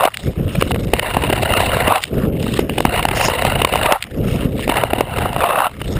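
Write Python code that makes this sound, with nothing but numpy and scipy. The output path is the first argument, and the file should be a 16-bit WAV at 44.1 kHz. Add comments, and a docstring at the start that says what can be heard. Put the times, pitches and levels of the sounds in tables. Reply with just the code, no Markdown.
"""Skating on snowy outdoor ice, heard from a small camera fixed on one skate.
A push ends and the blade lifts: snow grains break as clicks that ring damped modes, chips snap the housing.
As the foot swings forward, shaped noise makes the wind, short sine pulses thump, and the other skate scrapes.
The blade lands and glides through crunching snow, with noise bursts for ruts and once a bright shaving rasp;
it rolls onto its toe, pushes and lifts, and the cycle repeats. Overload and sample holding add treble grit."""
import sys
import numpy as np
from scipy import signal
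from scipy.fft import rfft, irfft
from scipy.io import wavfile
from scipy.ndimage import uniform_filter1d

SR = 44100
rng = np.random.default_rng(int(sys.argv[2]) if len(sys.argv) > 2 else 0)


def put_to_file(sound):
    """Save the sound as 16-bit audio at rate SR, in the file named by the first command-line argument."""
    columns = np.atleast_2d(sound).T  # one column per channel
    safe = np.clip(columns, -1, 1)
    whole_steps = np.round(safe * 32767)
    wavfile.write(sys.argv[1], SR, whole_steps.astype(np.int16))


N = 264153
TIME = np.arange(N) / SR

# strides of this skate: landing t/s, roll onto the toe t/s, lift t/s, relative glide growl level/dB,
# relative glide hiss level/dB, swell over the glide/dB, relative push growl level/dB, relative push hiss level/dB
STRIDES = [(-1, -.1, .062, -27, -27, 0, -18.5, -28.5), (.935, 1.88, 1.982, -27.3, -27.4, 8, -19.3, -27.3),
           (2.858, 3.85, 3.958, -26.5, -26.8, -1, -19.5, -30.5),
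           (4.695, 5.415, 5.668, -32, -35, -2, -18.6, -28)]
# times for the blade's gain to change by 20 dB as it lands, rolls onto the toe and lifts, in s
LAND_S, ROLL_S, LIFT_S = .012, .05, .022


def from_db(db):
    """Logarithmic level: amplitude gain is ten to the power dB/20."""
    return 10 ** (np.asarray(db) / 20)


def rms(x):
    """Mean power: its square root is the effective amplitude."""
    return np.sqrt(np.mean(x ** 2) + 1e-20)


def butter(x, hz, kind, order=2):
    """Causal filtering with a maximally flat (Butterworth) passband."""
    return signal.sosfilt(signal.butter(order, hz, kind, fs=SR, output="sos"), x)


def drift(rate, size=4096 * 4):
    """Low-passed random process: about `rate` turns a second on a coarse time grid, with spread 1."""
    hz = np.arange(size // 2 + 1) * SR / N
    spectrum = rfft(rng.standard_normal(size)) / (1 + (hz / rate) ** 2)
    slow = irfft(spectrum, size)
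    return np.interp(np.linspace(0, size - 1, N), np.arange(size), slow / rms(slow))


def evened(x, span_s):
    """Power normalization: hold the level at 1 over span_s, keeping all faster flutter."""
    power = np.abs(uniform_filter1d(x ** 2, int(span_s * SR) + 1))
    return x / np.sqrt(power + 1e-12)


def held(start, end, attack_s, release_s):
    """Exponential growth and decay: gain 1 from start to end, 20 dB per attack_s before, per release_s after."""
    corners = [start - 10 * attack_s, start, end, end + 10 * release_s]
    return np.exp(np.log(10) * np.interp(TIME, corners, [-10, 0, 0, -10]))


def ramp(start, end):
    """Linear change from -1/2 at start to +1/2 at end, constant outside."""
    return np.interp(TIME, [start, end], [-.5, .5])


def changes(rows):
    """Successive gains add in dB: sum of stretches (from t/s, to t/s, change/dB) with sloping edges."""
    edge_s = .02
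    return sum(db * np.interp(TIME, [start - edge_s, start, end, end + edge_s], [0, 1, 1, 0])
               for start, end, db in rows)


def resonate(x, modes):
    """Modal superposition: parallel two-pole resonances with alternating signs."""
    out = 0
    for k, (hz, width, db) in enumerate(modes):
        r = np.exp(-np.pi * width / SR)   # the wider the mode, the faster it decays
        poles = [1, -2 * r * np.cos(2 * np.pi * hz / SR), r * r]
        zeros = np.array([1, 0, -1]) * (1 - r * r) / 2
        out = out + (-1) ** k * from_db(db) * signal.lfilter(zeros, poles, x)
    return out


def add(out, centre_s, sound):
    """Linear superposition of a short sound whose centre lies 8 ms after its start."""
    start = max(0, int((centre_s - .008) * SR))
    out[start:start + len(sound)] += sound[:N - start]


def contact():
    """Load on the ice sets the gains (growl, hiss) of the glide, the toe push and the thin scrapes through air."""
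    # rough (+) and smooth (-) ice under the gliding blade: from t/s, to t/s, change/dB
    patches = [(1.04, 1.11, 2.5), (1.19, 1.21, -3), (1.34, 1.42, -1.5), (1.48, 1.6, 2.5), (2.86, 2.91, -5),
               (2.95, 2.99, 2.5), (3.02, 3.125, -8.5), (3.18, 3.25, 3.5), (3.4, 3.54, 1.5),
               (3.632, 3.66, -9), (3.7, 3.73, -4), (4.71, 4.81, 7), (5.03, 5.085, -5), (5.14, 5.27, 3)]
    # scrapes of the other skate: from t/s, to t/s, relative growl level/dB, relative hiss level/dB
    far_strokes = [(.21, .27, -41, -37.5), (.49, .7, -39, -36.3), (.76, .92, -40.5, -40.5),
                   (2.17, 2.25, -33, -39), (2.41, 2.52, -35.5, -34), (2.54, 2.59, -34, -28.5),
                   (2.72, 2.85, -41, -38), (4.28, 4.44, -33, -34), (4.62, 4.645, -43, -30),
                   (5.82, 5.9, -42, -39.5), (5.94, 6, -33, -35)]
    # the toe pick brushes the snow just after each lift: t/s, relative growl level/dB, relative hiss level/dB
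    brushes = [(.145, -43, -38), (2.01, -38, -38), (2.032, -36, -26.5), (2.07, -45, -35), (4.021, -38, -33)]
    far_attack_s, far_release_s = .11, .07
    brush_attack_s, brush_release_s = .035, .04
    far_glide_db = [[-43.5], [-46]]   # the other skate's steady glide between scrapes: relative growl, hiss

    ice_db = changes(patches)
    glide, push, other = 0, 0, from_db(far_glide_db)
    for land, toe, lift, growl_db, hiss_db, swell_db, push_growl_db, push_hiss_db in STRIDES:
        weight = held(land, toe, LAND_S, ROLL_S) * from_db(swell_db * ramp(land, toe) + ice_db)
        glide = glide + from_db([[growl_db], [hiss_db]]) * weight
        push = push + from_db([[push_growl_db], [push_hiss_db]]) * held(toe, lift, ROLL_S, LIFT_S)
    for start, end, growl_db, hiss_db in far_strokes:
        stroke = from_db([[growl_db], [hiss_db]]) * held(start, end, far_attack_s, far_release_s)
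        other = np.maximum(other, stroke)
    for s, growl_db, hiss_db in brushes:
        brush = from_db([[growl_db], [hiss_db]]) * held(s, s, brush_attack_s, brush_release_s)
        other = np.maximum(other, brush)
    return glide, push, other


def crushing(per_s, size_db, powder):
    """Brittle fracture of snow grains under steel: clicks of very unequal size on a bed of powder hiss."""
    sizes = from_db(size_db * np.minimum(rng.exponential(1, N), 4)) * rng.choice([-1, 1], N)
    clicks = sizes * (rng.random(N) < per_s / SR)
    return clicks / rms(clicks) + powder * rng.standard_normal(N)


def wandering(force, modes, wander_s, swell_db, bend=0):
    """Moving excitation point: as the contact slides along the blade, each mode bends in pitch and swells."""
    out, n, lead = 0, np.arange(N), np.cumsum(bend)
    for hz, width, db in modes:
        ring = resonate(force, [(hz, width, db)])
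        ring = resonate(ring, [(hz, 4 * width, 0)])   # a wider second pass steepens the skirts
        shift = np.sqrt(700 / hz) * (lead + wander_s * SR * drift(16.3))   # low modes bend more
        bent = np.interp(n + shift, n, ring)
        out = out + bent * from_db(swell_db * drift(8.6))
    return out


def toe_bend():
    """Modes shift with the contact: each push it moves toward the blade tip and the playback rate rises."""
    rise = .2   # share by which a 700 Hz mode rises over a push
    return rise * sum(ramp(toe, lift) * (TIME > toe) * (TIME < lift + LIFT_S)
                      for _, toe, lift, *_ in STRIDES[1:])


def scrape(modes, force, gains, low_cut_hz, bumps_db, chatter_db, wander_s, swell_db, growl_db, hiss_db, bend=0):
    """Forced resonance: crushed snow rings the skate; bumps and edge chatter shake all pitches together."""
    split_hz = 1600   # growl below, hiss above
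    growl, hiss = gains
    grip = from_db(bumps_db * drift(59) + chatter_db * drift(200))
    ringing = wandering(force * grip, modes, wander_s, swell_db, bend)
    body = butter(ringing, low_cut_hz, "high", order=3)
    low = butter(body, split_hz, "low", order=5)
    high = butter(body, split_hz, "high", order=5)
    # the growl's level is set by its part above 750 Hz
    to_growl = rms(low) / rms(butter(low, 750, "high", order=8))
    growling = growl * from_db(growl_db) * to_growl * evened(low, 0.06)
    hissing = hiss * from_db(hiss_db) * evened(high, 0.05)
    return growling + hissing


def blades(gliding, pushing, far):
    """Boundary conditions set the modes: flat glide, smoother toe push, and far skate with toe-pick brushes."""
    # blade, boot and housing with the blade flat on the ice: f/Hz, width/Hz, relative level/dB
    flat_modes = [(520, 132, 3), (697, 92, 6), (934, 160, 1.5), (1330, 280, -3.5), (1950, 390, -4.5),
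                  (2800, 150, 0), (3790, 410, -13), (4330, 480, -23), (5430, 350, -40)]
    # the same with the toe digging in: f/Hz, width/Hz, relative level/dB
    toe_modes = [(593, 130, 0.5), (717, 130, 3), (1014, 230, -4.5), (1210, 133, -2), (1760, 540, -13.5),
                 (2693, 190, -7.5), (3700, 370, -16.5), (4600, 640, -73)]
    # the other skate, heard through the air: f/Hz, width/Hz, relative level/dB
    far_modes = [(672, 145, 0.5), (1210, 460, -1.5), (1830, 340, -4), (2190, 210, -3), (2790, 470, 3.5),
                 (3650, 500, -3.5), (4950, 310, -12.5), (5240, 480, -12.5)]

    coarse_crunch = crushing(per_s=1700, size_db=3.5, powder=0.8)
    glide = scrape(flat_modes, coarse_crunch, gliding, low_cut_hz=297, bumps_db=4.2, chatter_db=1.0,
                   wander_s=0.00051, swell_db=2.0, growl_db=1.5, hiss_db=2.2)
    dense_crunch = crushing(per_s=3700, size_db=5.0, powder=0.58)
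    push = scrape(toe_modes, dense_crunch, pushing, low_cut_hz=390, bumps_db=1.7, chatter_db=0.6,
                  wander_s=0.00048, swell_db=2.2, growl_db=-0.5, hiss_db=2.2, bend=toe_bend())
    fine_crackle = crushing(per_s=1500, size_db=3.2, powder=.7)
    other = scrape(far_modes, fine_crackle, far, low_cut_hz=400, bumps_db=3.3, chatter_db=1.0,
                   wander_s=.0004, swell_db=4.4, growl_db=-2.5, hiss_db=0.7)
    return glide + push + other


def airflow():
    """Flow speed sets the wind's gains (rumble, rush): steady glide, low push, surge as the lifted foot swings."""
    # wind in each stride: relative glide level/dB, following swing is fastest t/s, time to rise 20 dB/s,
    # relative level of that swing/dB, its rumble against its rush/dB
    winds = [(-27, .27, .075, -22.5, 1), (-27.4, 2.145, .09, -18.8, -4), (-29.2, 4.18, .105, -20, -2.5),
             (-31.6, 5.92, .22, -23, 2.5)]
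    # gusts (+) and lulls (-): from t/s, to t/s, change/dB
    gusts = [(.32, .36, -10), (.5, .53, -6), (.7, .9, 4), (1.0, 1.11, -8), (3.31, 3.41, -4),
             (3.45, 3.63, 3), (3.67, 3.72, -7), (5.05, 5.1, -4), (5.18, 5.26, 5.5)]
    calm_rumble_db, calm_rush_db = -42, -53   # relative floor, around the lift
    push_rush_db = -34.5   # relative rush while the foot is planted
    glide_rumble_db = 4   # rumble of the glide against its rush
    plant_s = .1   # the wind of the glide dies by 20 dB in this time
    swing_hold_s, swing_release_s = .1, 1.9   # a swing's wind holds, then falls 20 dB per release

    wind = from_db([[calm_rumble_db], [calm_rush_db]])
    landings = [row[0] for row in STRIDES[1:]] + [TIME[-1]]
    for stride, row, next_land in zip(STRIDES, winds, landings):
        land, toe, lift, *_ = stride
        glide_db, fastest, attack_s, swing_db, rumble_db = row
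        glide = from_db([[glide_db + glide_rumble_db], [glide_db]]) * held(land, toe, plant_s, plant_s)
        push = from_db([[calm_rumble_db], [push_rush_db]]) * held(toe, lift - plant_s / 2, ROLL_S, ROLL_S)
        surge = held(fastest, fastest + swing_hold_s, attack_s, swing_release_s)
        surge = surge * held(lift, next_land, LIFT_S, ROLL_S)   # only while the foot is in the air
        swing = from_db([[swing_db + rumble_db], [swing_db]]) * surge
        wind = np.maximum(np.maximum(wind, push), np.maximum(glide, swing))
    return wind * from_db(changes(gusts))


def coloured_noise(spectrum):
    """Spectral shaping: white noise weighted by levels interpolated over log frequency."""
    hz, db = np.transpose(spectrum)
    bins = np.arange(1, N // 2 + 2) * SR / N
    weights = from_db(np.interp(np.log(bins), np.log(hz), db, right=-120))
    return irfft(rfft(rng.standard_normal(N)) * weights, N)


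def buffeting(rumble_db, rush_db, gust_db):
    """Turbulent pressure on the microphone: a deep rumble, and a rush that swells as the foot swings forward."""
    # spectrum of the deep eddies: f/Hz, relative spectral level/dB
    rumble_spectrum = [(15, -25), (30, -5.5), (50, -1), (100, -1.5), (135, -2), (200, -21), (400, -50)]
    # spectrum of the quicker eddies: f/Hz, relative spectral level/dB
    rush_spectrum = [(70, -41), (115, -11), (160, -1.5), (230, -3), (320, -7), (440, -8), (560, -10.5),
                     (700, -21.5), (900, -35), (1500, -47)]
    rumble, rush = airflow()
    eddies = from_db(gust_db * drift(26))
    deep = evened(eddies * coloured_noise(rumble_spectrum), 0.097)
    quick = evened(eddies * coloured_noise(rush_spectrum), 0.13)
    return rumble * from_db(rumble_db) * deep + rush * from_db(rush_db) * quick


def small_bumps(gains):
    """Random impacts whose strength follows the scrape; rows like those of the ruts."""
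    per_s, length_s, mean_hz, spread_octaves = 7, .0025, 720, .4
    # thud, knock and crack relative to the scrape of the moment, and the spread of the last two
    thud_db, knock_db, crack_db, spread_db = -1, 4, 2.5, 1.5
    count = int(per_s * N / SR)
    at = (rng.random(count) * N).astype(int)
    growl_db, hiss_db = 20 * np.log10(gains[:, at])
    pitch, knock, crack = rng.standard_normal((count, 3)).T
    return list(zip(at / SR,
                    np.full(count, length_s),
                    mean_hz * 2 ** (spread_octaves * pitch),
                    growl_db + thud_db,
                    growl_db + knock_db + spread_db * knock,
                    hiss_db + crack_db + spread_db * crack))


def burst(length_s, modes, edges_hz):
    """Impulsive excitation of damped modes: brief fractures about 8 ms, with the energy of rms 1 over 6 ms."""
    t = np.arange(SR // 25) / SR - .008
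    fractures = rng.standard_normal(len(t)) * np.exp(-.5 * (t / length_s) ** 2)
    ring = butter(resonate(fractures, modes), edges_hz, "band")
    return ring / np.sqrt(np.sum(ring ** 2) / (.006 * SR))


def knocks(rows):
    """Impact: a rut thumps the boot, knocks the holder at a pitch set by where it hits, and cracks the ice."""
    out = np.zeros(N)
    # fracturing ice: f/Hz, width/Hz, relative level/dB
    crack_modes = [(1850, 1000, -4), (2887, 257, 1.5), (3580, 253, -8.5), (5110, 1700, -23.5)]
    for s, length, hz, thud_db, knock_db, crack_db in rows:
        thud = burst(0.45 * length, [(259, 1340, 0)], [120, 520])
        knock = burst(.38 * length, [(hz, 200, 0), (1300, 450, -13)], [380, 1700])
        crack = burst(0.53 * length, crack_modes, [1500, 5800])
        add(out, s - .0015, from_db(thud_db + 1.5) * thud)
        add(out, s - .001, from_db(knock_db - 4.7) * knock)
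        add(out, s - .0004, from_db(crack_db - 0.73) * crack)
    return out


def ticks():
    """Impulse response: a flying chip snaps the housing cleanly, then patters faintly as it crumbles."""
    # ice chips just after the blade lifts: t/s, relative peak level/dB
    chips = [(.1195, -30), (.1715, -8.5), (2.0381, -1.5), (2.0407, -5.5), (4.0252, -4), (4.028, -13),
             (4.0402, -13)]
    # the housing, struck by a chip: f/Hz, width/Hz, relative level/dB
    housing_modes = [(2000, 870, 1.5), (3300, 2000, -1), (4700, 900, -2.5)]
    out, t = np.zeros(N), np.arange(SR // 25) / SR
    onset = int(.008 * SR)
    for s, db in chips:
        force = 0.054 * rng.standard_normal(len(t)) * np.exp(-t / 0.0016)
        force[0] = 1
        snap = butter(resonate(force, housing_modes), [900, 5600], "band")
        snap = snap / np.abs(snap).max()
        add(out, s, from_db(db + 1.7) * np.pad(snap, (onset, 0)))
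    return out


def thumps(cycles=0.4):
    """Transient pressure pulse: each soft thump is a sine swing of a cycle or two under a Gaussian envelope."""
    # low thumps as the foot swings: t/s, f/Hz, relative peak level/dB
    pulses = [(0.261, 211, -14), (0.283, 110, -7), (0.409, 159, 0.5), (0.46, 110, -5.5), (0.586, 141, -1.5),
              (2.24, 182, -4), (2.257, 210, -11), (4.326, 109, -8), (4.458, 187, 0.5)]
    out, t = np.zeros(N), np.arange(SR // 25) / SR - .008
    for s, hz, db in pulses:
        swell = np.exp(-.5 * (t * hz / cycles) ** 2)
        swell = swell * np.minimum((t - t[0]) / .002, 1)   # starts from zero without a click
        add(out, s, from_db(db - 2.5) * swell * np.sin(2 * np.pi * (hz * t + rng.random())))
    return out


def shaving():
    """Brittle cutting excites resonance: the edge shaves rough ice, a bright rasp with a hollow tone under it."""
    # what the shaving rings with: f/Hz, width/Hz, relative level/dB
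    rasp_modes = [(630, 78, -6), (2800, 380, -2), (5170, 800, -11)]
    start_s, end_s, edge_s = 3.155, 3.283, .02
    level_db, swell_db = -24, 6
    level = from_db(level_db + swell_db * ramp(start_s, end_s)) * held(start_s, end_s, edge_s, edge_s)
    flakes = crushing(per_s=2500, size_db=3.6, powder=.5)
    return level * evened(wandering(flakes, rasp_modes, wander_s=.0006, swell_db=4.0), .05)


def scene():
    """Free-field superposition: everything is close and in the open, with no echo."""
    # blades striking ruts: t/s, length scale/s, knock f/Hz, relative thud, knock and crack levels/dB
    ruts = [(.009, .0026, 680, -20, -14, -24), (.0356, .0025, 710, -38, -10, -24),
            (.0401, .0031, 680, -36, -7, -20.5), (.054, .0038, 620, -15, -3, -12),
            (.0762, .0017, 660, -39, -7.5, -26), (.0833, .0039, 1000, -36, -13, -31),
            (.1446, .0062, 1410, -58, -33, -22), (.555, .0049, 533, -24, -19, -22),
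            (.6125, .0035, 540, -40, -17, -17), (.6245, .0016, 515, -16, -4, -14),
            (.7108, .0047, 530, -33, -12, -26), (.7174, .0021, 530, -22, -10.5, -18),
            (.7464, .0017, 530, -24, -30, -24.5), (.7609, .0011, 550, -25, -18, -29),
            (.9372, .0022, 540, -6.5, -3.5, -9), (.9958, .0015, 1390, -35, -21, -13.5),
            (1.1696, .0019, 654, -15.5, -3.5, -20), (1.239, .0033, 726, -15, -20, -19.5),
            (1.3018, .0026, 550, -13.5, -20, -19.5), (1.329, .0045, 760, -14, -18, -15.5),
            (1.3348, .0024, 470, -17, -25, -20), (1.4333, .0052, 600, -16.5, -11.5, -17.5),
            (1.5386, .0017, 1280, -33, -9, -14.5), (1.573, .0038, 620, -19, -12, -14.5),
            (1.605, .0048, 710, -37, -5.5, -14), (1.7699, .0026, 626, -24, -8.5, -23),
            (1.8802, .0027, 650, -12, -6, -17), (1.9093, .0026, 725, -35, -5, -28),
            (1.9227, .0036, 990, -22, -3.5, -21.5), (1.959, .0032, 835, -32, -13, -15.5),
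            (2.468, .0051, 510, -19.5, -19, -31), (2.5936, .0028, 500, -5.5, -18, -19),
            (2.6967, .002, 546, -19.5, -21, -19.5), (2.7835, .0044, 650, -16.5, -10.5, -15),
            (2.806, .0022, 580, -16, -11, -18), (2.8537, .002, 567, -4, 1, -18.5),
            (2.9623, .005, 880, -41, -14, -19), (2.9955, .0036, 940, -50, -8.5, -25),
            (3.0286, .003, 720, -24, -26, -17), (3.0536, .0021, 820, -13, -6.5, -14.5),
            (3.088, .0032, 790, -30, -11.5, -16), (3.1146, .0059, 870, -19, -14.5, -17.5),
            (3.2856, .0046, 650, -15.5, -6, -26), (3.4518, .0025, 504, -12.5, -9.5, -16),
            (3.6195, .004, 900, -15, -9, -11), (3.6495, .002, 1070, -12, -5, -7.5),
            (3.7271, .0051, 550, -18.5, -17, -18.5), (3.739, .0031, 540, -24, -7, -20),
            (3.758, .0031, 510, -30, -5.5, -17), (3.776, .0044, 550, -33, -22, -21),
            (3.833, .0041, 590, -24, -13, -14), (3.862, .0061, 940, -20, -9, -12.5),
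            (3.9097, .0012, 880, -37, -9, -26), (3.9144, .0013, 660, -35, -6, -24),
            (3.9242, .0029, 840, -14.5, -2, -7.5), (4.5946, .0032, 540, -42, -20.5, -29.5),
            (4.679, .0018, 490, -14, -20, -21), (4.6967, .0065, 880, -12, -11, -14.5),
            (4.771, .0042, 560, -19, -16, -14.5), (4.785, .0027, 824, -22, -10.5, -25),
            (4.8375, .0021, 620, -11.5, -3, -17), (4.9348, .0015, 660, -11.5, -4, -17),
            (4.986, .0051, 540, -17, -14, -21.5), (5.009, .0021, 624, -13, -3, -15),
            (5.187, .006, 600, -18, -21, -20), (5.2235, .0074, 650, -28, -13, -25),
            (5.26, .0081, 770, -20, -8, -27), (5.332, .0023, 714, -37, -17, -28),
            (5.3637, .0017, 730, -24, -9, -25), (5.4065, .0016, 1270, -22, -12.5, -22.5),
            (5.4355, .0022, 800, -37, -11, -26), (5.4423, .0043, 726, -24, -3.5, -21),
            (5.588, .0031, 1070, -45, -7.5, -30.5), (5.6047, .0018, 870, -32, -4, -30),
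            (5.6684, .0017, 650, -27, -9.5, -23.5), (5.817, .0023, 490, -25.5, -29, -24)]
    glide, push, other = contact()
    air = buffeting(rumble_db=0.8, rush_db=0.5, gust_db=2.4) + thumps()
    bumps = knocks(small_bumps(glide + other))
    ice = blades(glide, push, other) + shaving() + ticks() + knocks(ruts) + bumps
    return (ice + air)[None]


def record(dry):
    """Saturation and spectral imaging: peaks overload, and held slow samples mirror the sound into gritty treble."""
    slow_hz, overload, cutoff_hz = 12000, .85, 15300
    slow = signal.resample_poly(dry, slow_hz, SR, axis=-1, window=("kaiser", 3))
    slow = slow / (1 + (slow / overload) ** 8) ** (1 / 8)
    steps = np.repeat(slow, 4, axis=-1)   # each sample is held
    stepped = signal.resample_poly(steps, SR, 4 * slow_hz, axis=-1)[:, :N]
    low_pass = signal.firwin(161, cutoff_hz, window="blackman", fs=SR)
    return np.convolve(stepped[0], low_pass, "same")[None]


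dry = scene()
out = record(dry)
put_to_file(out)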